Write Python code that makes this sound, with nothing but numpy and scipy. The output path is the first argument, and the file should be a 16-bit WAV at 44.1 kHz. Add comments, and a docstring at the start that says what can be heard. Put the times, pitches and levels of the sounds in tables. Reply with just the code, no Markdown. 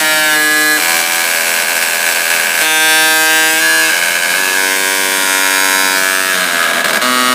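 """A loud, squealing chatter fills a metal workshop: a machine tool's cutter strikes the steel work
80 to 160 times a second. Every strike rings the steel and scrapes off a hissing chip.
Even strikes make a steady drone, with a squeal in the two fastest spells; uneven ones make a loose rattle.
Near the end the cutter stalls four times, biting back in with a crunch, and finishes in a growl.
The walls echo, and other machines rumble underneath."""
import sys
import numpy as np
from scipy import signal
from scipy.fft import rfft, irfft, next_fast_len
from scipy.io import wavfile
from scipy.ndimage import uniform_filter1d, map_coordinates

SR = 44100
rng = np.random.default_rng(int(sys.argv[2]) if len(sys.argv) > 2 else 0)


def dump_mix(stems):
    """Bounce the given channels to the path in sys.argv[1] as a 16-bit WAV at rate SR."""
    frames = np.atleast_2d(stems).T  # one column per channel
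    limited = np.clip(frames, -1, 1)  # hard clip at full scale
    pcm = np.round(limited * 32767).astype(np.int16)
    wavfile.write(sys.argv[1], SR, pcm)


N = 323694

# How the steel rings in each kind of chatter. Each row: frequency in Hz, relative level in dB.
WHINE_START = [(155, -24.5), (310, -11), (465, -22.5), (620, -8), (930, -13), (1240, -18.5), (1395, -6),
               (1550, -5.5), (1700, -22), (1860, -6), (2200, -11.5), (2480, -11.5), (2640, -16), (2935, -8),
               (3100, -16), (3500, -19), (3865, -13.5)]
WHINE = [(150, -32), (300, -11), (760, -12.5), (915, -16.5), (1220, -13.5), (1525, -5.5), (1680, -20),
         (1830, -17), (1980, -6.5), (2130, -15), (2290, -13), (2440, -9.5), (2740, -19), (2900, -10.5),
         (3050, -13), (3200, -23), (4110, -15.5)]
RATTLE = [(170, -16), (250, -20), (335, -10), (420, -18), (580, -11), (670, -13), (750, -5.5), (850, -12),
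          (1000, -9.5), (1380, -13), (1520, -3), (1680, 0), (1770, -9), (2060, -9), (2320, -1), (2420, -8),
          (3090, -10), (4180, -21)]
GRINDING = [(170, -20), (410, -15), (560, -8), (1000, -11), (1380, -13), (1520, -1), (1680, 1.5),
            (1790, -9.5), (2060, -10.5), (2200, -4), (2650, -7), (3100, -13), (4180, -23)]
SCREAM = [(160, -32.5), (320, -13), (470, -15.5), (630, -10), (800, -11), (1110, -18), (1420, -12),
          (1585, -19), (1740, -5), (1900, -11.5), (2210, -7), (2370, -10), (2550, -6), (3000, -13.5),
          (3400, -11), (3640, -12.5), (4110, -21.5)]
LIMP = [(160, -28), (320, -13), (480, -16), (640, -13.5), (720, -20), (800, -14.5), (1180, -12),
        (1360, -18), (1525, -2.5), (1610, 2), (1690, 0.5), (1845, -19.5), (2005, -18), (2165, -6),
        (2325, -14), (2520, -7), (2900, -14.5), (4150, -18.5)]
CLATTER = [(170, -16), (260, -18.5), (470, -14.5), (550, -4.5), (640, -9.5), (720, -12), (1150, -10.5),
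           (1400, -13.5), (1510, -0.5), (1680, 2.5), (1780, -13), (2030, -14), (2170, -3), (2450, -7.5),
           (2750, -14.5), (2980, -8), (3200, -16), (4180, -22)]
BUZZ = [(190, -18), (280, -9), (480, -7.5), (860, -11), (960, -6), (1140, -8), (1230, -14), (1430, -7),
        (1530, 3), (1620, 2.5), (1950, -10), (2100, -4), (2450, -5), (2700, -10.5), (3620, -11),
        (4200, -24)]
BROAD_BUZZ = [(190, -18), (280, -6.5), (380, -11), (660, -8), (780, -12), (960, -4), (1140, -6),
              (1230, -15), (1330, -2), (1530, 1), (1750, 0), (1950, -8), (2450, -4.5), (2750, -11),
              (4000, -9), (4200, -24)]
DULL_BUZZ = [(150, -21), (188, -22), (278, -13), (523, -15.5), (664, -8.5), (775, -23), (832, -17),
             (957, -17), (1180, -12), (1290, -7), (1680, 0.5), (1990, -12.5), (2290, -9), (3110, -14.5),
             (3740, -15), (4300, -19)]
STUTTER = [(170, -13.5), (250, -8.5), (330, -14), (550, -10.5), (650, -3), (780, -13), (950, -13),
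           (1300, -6), (1480, -6), (1670, 2.5), (1780, -11.5), (2320, -9), (2570, -15), (3070, -12.5),
           (3740, -17), (3900, -12), (4150, -16)]
GROWL = [(130, -22), (250, 0), (380, -13.5), (500, -7), (630, -1.5), (750, -16), (1000, -12), (1130, -0.5),
         (1630, -3), (1760, -9), (1880, -6), (2130, -4.5), (2630, -15), (2880, -3), (3010, -13.5),
         (3640, -9), (4400, -11)]
# The chip's hiss under a hard and a light cut. Each row: frequency in Hz, relative level in dB.
HARD = [(2800, -31), (3900, -3), (7500, -6), (7800, 0), (9300, -6.5), (9850, -1.5), (10200, -5),
        (11400, -6.5), (13500, -8.5), (13800, -6), (15000, -8.5)]
LIGHT = [(2800, -31), (3900, -2.5), (4300, -6), (4800, -2), (6300, -6), (6650, -0.5), (6950, -6.5),
         (8700, -1.5), (9500, -8), (9850, -2.5), (10600, -7.5), (15000, -10)]
# The spells of chatter. Each row: start in seconds, ring table, hiss table, timing scatter as a share
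# of the gap between strikes, lag of every second strike in seconds, share of fresh noise in the hiss,
# rasp in relative dB, drone in relative dB.
CHATTER_SPELLS = [ (0, WHINE_START, HARD, .0011, 0, 0.26, -15, -3),
                  (.345, WHINE, HARD, .0013, 0, 0.27, -17, -4),
                  (.782, RATTLE, HARD, 0.0091, 0, 0.65, -11, -7),
                  (1.25, GRINDING, HARD, .016, 0.00015, 0.7, -10.5, -7.5),
                  (2.615, SCREAM, HARD, 0.00076, 0, 0.1, -19, -5.5),
                  (3.27, SCREAM, HARD, .0012, 0, .24, -17, -5.5),
                  (3.58, LIMP, LIGHT, 0.00097, 0.00015, 0.2, -17, -6.5),
                  (3.903, CLATTER, LIGHT, .015, 0, .49, -8.5, -7),
                  (4.36, LIMP, LIGHT, 0.006, 0, 0.4, -9, -7), (4.56, BUZZ, LIGHT, .0012, 0, .2, -12, -6),
                  (5.15, BROAD_BUZZ, LIGHT, .0012, 0, .2, -12, -6),
                  (5.94, DULL_BUZZ, LIGHT, .0009, 0, .22, -13, -6.5),
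                  (6.34, STUTTER, LIGHT, 0.0038, 0, .57, -7, -3),
                  (6.66, STUTTER, LIGHT, .02, 0.00024, 0.67, -4, 1),
                  (7.012, GROWL, LIGHT, .0013, 0, .33, -11, 3)]
# The cutter barely touches, then bites again.
# Each row: start of the stall in seconds, time of the bite in seconds, crunch level in dB.
STALLS = [(6.714, 6.731, -21), (6.812, 6.843, -13), (6.907, 6.93, -14), (6.978, 7.014, -28)]
GRIP_S = 0.00061  # how fast the scraping rises as the cutter digs in


def amp(db):
    """Turn decibels into a gain."""
    return 10 ** (np.asarray(db) / 20)


def unit(x):
    """Scale x to an average (rms) level of 1."""
    return x / np.sqrt(np.mean(x ** 2) + 1e-20)


def along(points, hz):
    """Read between rows of frequency and value, on a log frequency scale."""
    frequencies, values = np.transpose(points)
    return np.interp(np.log(hz + 1), np.log(frequencies + 1), values)


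def curves(rows):
    """Give one value per sample for each column after the time."""
    seconds, *columns = np.transpose(rows)
    return [np.interp(np.arange(N) / SR, seconds, column) for column in columns]


def wobble(rate):
    """Draw a smooth curve through `rate` random points a second."""
    return map_coordinates(rng.standard_normal(size=64), [np.arange(N) * rate / SR], mode="mirror")


def filtered(x, response):
    """Scale each frequency in x by the gain that response(hz) gives."""
    size = next_fast_len(len(x) + 8192)
    return irfft(rfft(x, size) * response(np.fft.rfftfreq(size, 1 / SR)), size)[:len(x)]


def through(x, response):
    """Pass x through something that answers one click with `response`."""
    return signal.fftconvolve(x, response)[:len(x)]


def impulses(times, force, size):
    """Make clean clicks that may fall between samples."""
    centres = times[:, None] * SR + 8
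    taps = np.floor(centres).astype(int) + np.arange(-7, 9)
    shape = np.sinc(taps - centres) * np.cos(np.pi * (taps - centres) / 16) ** 2
    return np.bincount(taps.ravel(), (force[:, None] * shape).ravel(), size)[:size]


def body(spectrum, size=4096):
    """How an object with this spectrum answers one click."""
    gain = amp(along(spectrum, np.fft.rfftfreq(size, 1 / SR)))
    cepstrum = irfft(np.log(gain + 1e-6))
    cepstrum[1:size // 2] *= 2  # folded so that nothing sounds before the click
    cepstrum[size // 2 + 1:] = 0
    return irfft(np.exp(rfft(cepstrum)))


def strikes():
    """The cutter hits the steel, evenly or loosely: give each strike's time, strength and spell."""
    # How often it strikes, stretch after stretch. Each row: time in seconds, strikes a second.
    whine_rate = [(0.0, 157), (0.034, 155.4), (0.268, 154.3), (0.362, 152.6), (0.77, 152.7)]
    rattle_rate = [(.785, 83.63), (2.598, 83.84)]
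    scream_rate = [(2.602, 157.2), (3.458, 158.6), (3.57, 159.6)]
    limp_rate = [(3.59, 160.9), (3.8, 160.5), (3.895, 158.7), (3.91, 85.15), (4.301, 86.07)]
    buzz_rate = [(4.34, 93.4), (4.38, 94.6), (4.41, 94.12), (4.78, 95.4), (5.86, 94.8), (6.27, 94.03),
                 (6.34, 92.9)]
    end_rate = [(6.43, 90.2), (6.5, 85.8), (6.65, 83), (7.005, 79.9), (7.019, 125.5), (7.34, 125.4)]
    uneven_db, uneven_db_per_scatter, fully_loose_scatter = 0.38, 48, 0.0084
    surge_peak_s, surge_period_s, surge_db = 0.94, .285, 0.54
    stall_db, bite_db = -11, 1

    starts, _, _, scatters, lags, *_ = map(list, zip(*CHATTER_SPELLS))
    spell_at = lambda seconds: np.maximum(np.searchsorted(starts, seconds, side="right") - 1, 0)
    rate = np.vstack([whine_rate, rattle_rate, scream_rate, limp_rate, buzz_rate, end_rate])
    t = np.arange(N) / SR
    strikes_so_far = np.cumsum(curves(rate)[0]) / SR
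    k = np.arange(int(strikes_so_far[-1]))
    spell = spell_at(np.interp(k, strikes_so_far, t))
    slip, weight = rng.standard_normal(size=(2, 1000))
    scatter = np.take(scatters, spell)
    limp = uniform_filter1d(np.take(lags, spell), size=14)  # the limp creeps in over several strikes
    times = np.interp(k + np.cumsum(scatter * slip[k]), strikes_so_far, t) + limp * (k % 2)
    # a loose rattle is uneven in strength as well as in time, and comes in surges
    looseness = np.minimum(scatter / fully_loose_scatter, 1)
    surge = looseness * np.cos(2 * np.pi * (times - surge_peak_s) / surge_period_s)
    force_db = (uneven_db + uneven_db_per_scatter * scatter) * weight[k] + surge_db * surge
    for start, bite, _ in STALLS:
        force_db[(times > start) & (times < bite)] += stall_db
        nearest = np.argmin(np.abs(times - bite))
        times[nearest:] += bite - times[nearest]  # the beat restarts from the bite
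        force_db[nearest] = bite_db
    return times, amp(force_db), spell_at(times)


def smear(spacing_hz, width_hz, size=4096, count=60):
    """The steel's many resonances each hold back part of a strike: it gets longer, not brighter."""
    resonances = spacing_hz * (np.arange(count) + rng.random(count))[:, None]
    hz = np.fft.rfftfreq(size, 1 / SR)
    phase_lag = 2 * np.arctan2(hz * width_hz, resonances ** 2 - hz ** 2).sum(axis=0)
    return irfft(np.exp(-1j * phase_lag))


def friction(clicks, fade_s):
    """Rubbing makes fresh noise that flares at every strike, falling 60 dB per fade_s."""
    t = np.arange(SR // 10) / SR
    flare = amp(-60 * t / fade_s) * (1 - np.exp(-t / GRIP_S))
    power = through(clicks ** 2, flare ** 2)
    return unit(np.sqrt(np.abs(power)) * rng.standard_normal(len(clicks)))


def steel_ring(ring):
    """The steel answers one click, ringing only between the deep bass and the treble."""
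    return body([(70, -48), *ring, (5500, -43)])  # the ring dies out at these ends, given in Hz and dB


def scrape(clicks, fade_s, renew_s):
    """Each strike repeats nearly the same scrape, which changes as the cutter moves on."""
    t = np.arange(SR // 20) / SR
    flare = amp(-60 * t / fade_s) * (1 - np.exp(-t / GRIP_S))
    place = np.arange(len(clicks)) / SR / renew_s
    out = np.zeros(len(clicks))
    for k in range(int(place[-1]) + 2):
        spectrum = rfft(rng.standard_normal(len(t)) * flare)
        strength = np.abs(spectrum)
        burst = irfft(spectrum / np.maximum(strength, np.median(strength)))  # no overtone sticks out
        blend = np.cos(np.pi / 2 * np.clip(place - k, -1, 1))
        out += through(clicks, unit(burst)) * blend
    return unit(out)


def chatter(times, force, spell):
    """Spell after spell, the strikes drive the steel's ring, the chip's hiss and a low drone."""
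    # Loudness up to the stalls, then in the closing growl.
    # Each row: time in seconds, ring in relative dB, hiss and drone in relative dB.
    levels = [(0.0, -16, -14), (0.03, -15, -18), (0.4, -16, -18), (0.765, -17, -17.5), (0.795, -16, -17),
              (1.0, -16, -15.5), (1.04, -17, -17.5), (2.01, -17, -18), (2.53, -15, -18), (2.68, -16, -17.5),
              (2.94, -14, -15.5), (3.52, -16.5, -16.5), (3.64, -13, -18), (3.83, -12.5, -16.5),
              (4.04, -16, -19.5), (4.6, -15.5, -18.5), (5.77, -14.5, -16.5), (6.53, -16, -21.5),
              (6.64, -13.5, -20.5), (6.68, -16.5, -24)]
    growl_levels = [(7.05, -15, -21), (7.3, -13.5, -19.5)]
    ring_trim_db, hiss_trim_db, drone_top_hz = -0.6, -0.3, 1200
    layers = np.zeros((2, N + SR))
    steel = smear(spacing_hz=290, width_hz=130)
    machine_bed = smear(spacing_hz=140, width_hz=60)
    for k, (_, ring, hiss, _, _, fresh, rasp_db, drone_db) in enumerate(CHATTER_SPELLS):
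        share = uniform_filter1d(np.where(spell == k, 1., 0.), size=5)  # spells blend over 5 strikes
        active = share > 1e-6
        share, own_times = share[active], times[active]
        first = int(own_times[0] * SR)
        span = int((own_times[-1] - own_times[0]) * SR)
        size = span + SR // 10
        offsets = own_times - first / SR
        blows = impulses(offsets, force[active] * share, size)
        rubs = impulses(offsets, force[active] * np.sqrt(share), size)  # noise adds up in power

        push = unit(through(blows, steel)) + amp(rasp_db) * friction(rubs, fade_s=0.16)
        vibration = through(push, steel_ring(ring))
        low = filtered(vibration, lambda hz: hz < drone_top_hz)
        drone = through(low, machine_bed)  # low waves wander on through the machine's base
        chip = np.sqrt(1 - fresh) * scrape(rubs, fade_s=0.06, renew_s=.6)
        chip += np.sqrt(fresh) * friction(rubs, fade_s=0.12)
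        ringing = amp(ring_trim_db) * unit(vibration - low)
        cutting = amp(hiss_trim_db) * unit(through(chip, body(hiss))) + amp(drone_db) * unit(drone)
        length_gain = np.sqrt(share.mean() * span / size)  # keeps short and long spells equally loud
        layers[:, first:first + size] += np.array([ringing, cutting]) * length_gain
    gains = amp(curves(np.vstack([levels, growl_levels])))
    return np.sum(layers[:, :N] * gains, axis=0)


def squeal(times):
    """The cutter's own resonance locks to a multiple of the strike rate and sings one piercing tone."""
    # The squeal in the two fastest spells. Each row: time in seconds, level in dB.
    whine_levels = [(0, -27), (.048, -20), (.284, -19), (.37, -16), (.43, -15), (.772, -15.5), (.8, -90)]
    scream_levels = [(2.57, -92), (2.62, -22.5), (2.8, -17), (2.85, -15.5), (3.42, -15.5), (3.58, -19.5),
                     (3.75, -90)]
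    waver_db = .5
    phase = 2 * np.pi * np.interp(np.arange(N) / SR, times, np.arange(len(times)))
    whine = amp(curves(whine_levels)[0]) * np.sin(11 * phase)
    scream = amp(curves(scream_levels)[0]) * np.sin(10 * phase)
    return amp(waver_db * wobble(rate=14)) * np.sqrt(2) * (whine + scream)


def steel_reflection(x, delay_s, sway_s, sway_rate):
    """Sound bounces off nearby steel; the hand-held microphone sways, so overtones swell and fade."""
    treble = filtered(x, lambda hz: 1 / (1 + (2000 / (hz + 1)) ** 8))  # a small face mirrors only treble
    delay = delay_s + sway_s * wobble(sway_rate)
    return map_coordinates(treble, [np.arange(N) - delay * SR])


def wall_echo(x):
    """The walls answer, the treble dying first."""
    # How long the echo lasts. Each row: frequency in Hz, seconds to fade by 60 dB.
    fade_times = [(200, 0.34), (2000, 0.51), (10000, 0.02)]
    hz, t, noise = signal.stft(rng.standard_normal(SR // 2), SR, nperseg=256)
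    fade = amp(-60 * t / along(fade_times, hz)[:, None])
    tail = signal.istft(noise * fade, SR, nperseg=256)[1]
    return through(x, np.pad(tail, (SR // 100, 0)) / np.linalg.norm(tail))


def other_machines():
    """Other machines rumble, wandering a little in level, and running motors add thin tones."""
    # The rumble's spectrum. Each row: frequency in Hz, relative level in dB.
    rumble_spectrum = [(25, -30), (70, -22), (105, -11), (135, -9), (165, -3.5), (220, -1), (400, -7.5),
                       (900, -6), (2000, -28.5)]
    # The motors' tones. Each row: pitch in Hz, level in dB.
    motor_tones = [(210, -49), (1001, -43)]
    rumble_db, wander_db = -40.5, 3
    rumble = unit(filtered(rng.standard_normal(N), lambda hz: amp(along(rumble_spectrum, hz))))
    t = np.arange(N) / SR
    tones = sum(amp(db) * np.sqrt(2) * np.sin(2 * np.pi * hz * t + wobble(rate=7))
                for hz, db in motor_tones)
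    return amp(rumble_db + wander_db * wobble(rate=3.975)) * rumble + tones


def bites():
    """After each stall the cutter digs in with a short crunch of ring and hiss."""
    fade_s, hiss_db = .05, -5
    out, t = np.zeros(N), np.arange(SR // 10) / SR
    for _, bite, db in STALLS:
        noise = rng.standard_normal(len(t))
        ring = unit(through(noise, steel_ring(STUTTER)))
        hiss = amp(hiss_db) * unit(through(noise, body(LIGHT)))
        out[int(bite * SR):][:len(t)] += amp(db - 60 * t / fade_s) * (ring + hiss)
    return out


def scene():
    """Mix the chattering machine with its squeal, its echo and the workshop around it."""
    echo_db = -12.5
    times, force, spell = strikes()
    direct = chatter(times, force, spell) + bites()
    machine = direct + steel_reflection(direct, delay_s=.0052, sway_s=.00011, sway_rate=1.5) / 3
    return (machine + squeal(times) + amp(echo_db) * wall_echo(machine) + other_machines())[None]


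def record(dry):
    """The recorder rounds off the highest peaks, thins the bass and drops the very top of the treble."""
    ceiling, low_cut_hz, top_hz = .9, 128, 15500
    rounded = dry[0] / (1 + np.abs(dry[0] / ceiling) ** 8) ** (1 / 8)
    thin = filtered(rounded, lambda hz: 0.15 + 0.94 / (1 + (low_cut_hz / (hz + 1)) ** 6))
    return filtered(thin, lambda hz: hz < top_hz)[None]


dry = scene()
out = record(dry)
dump_mix(out)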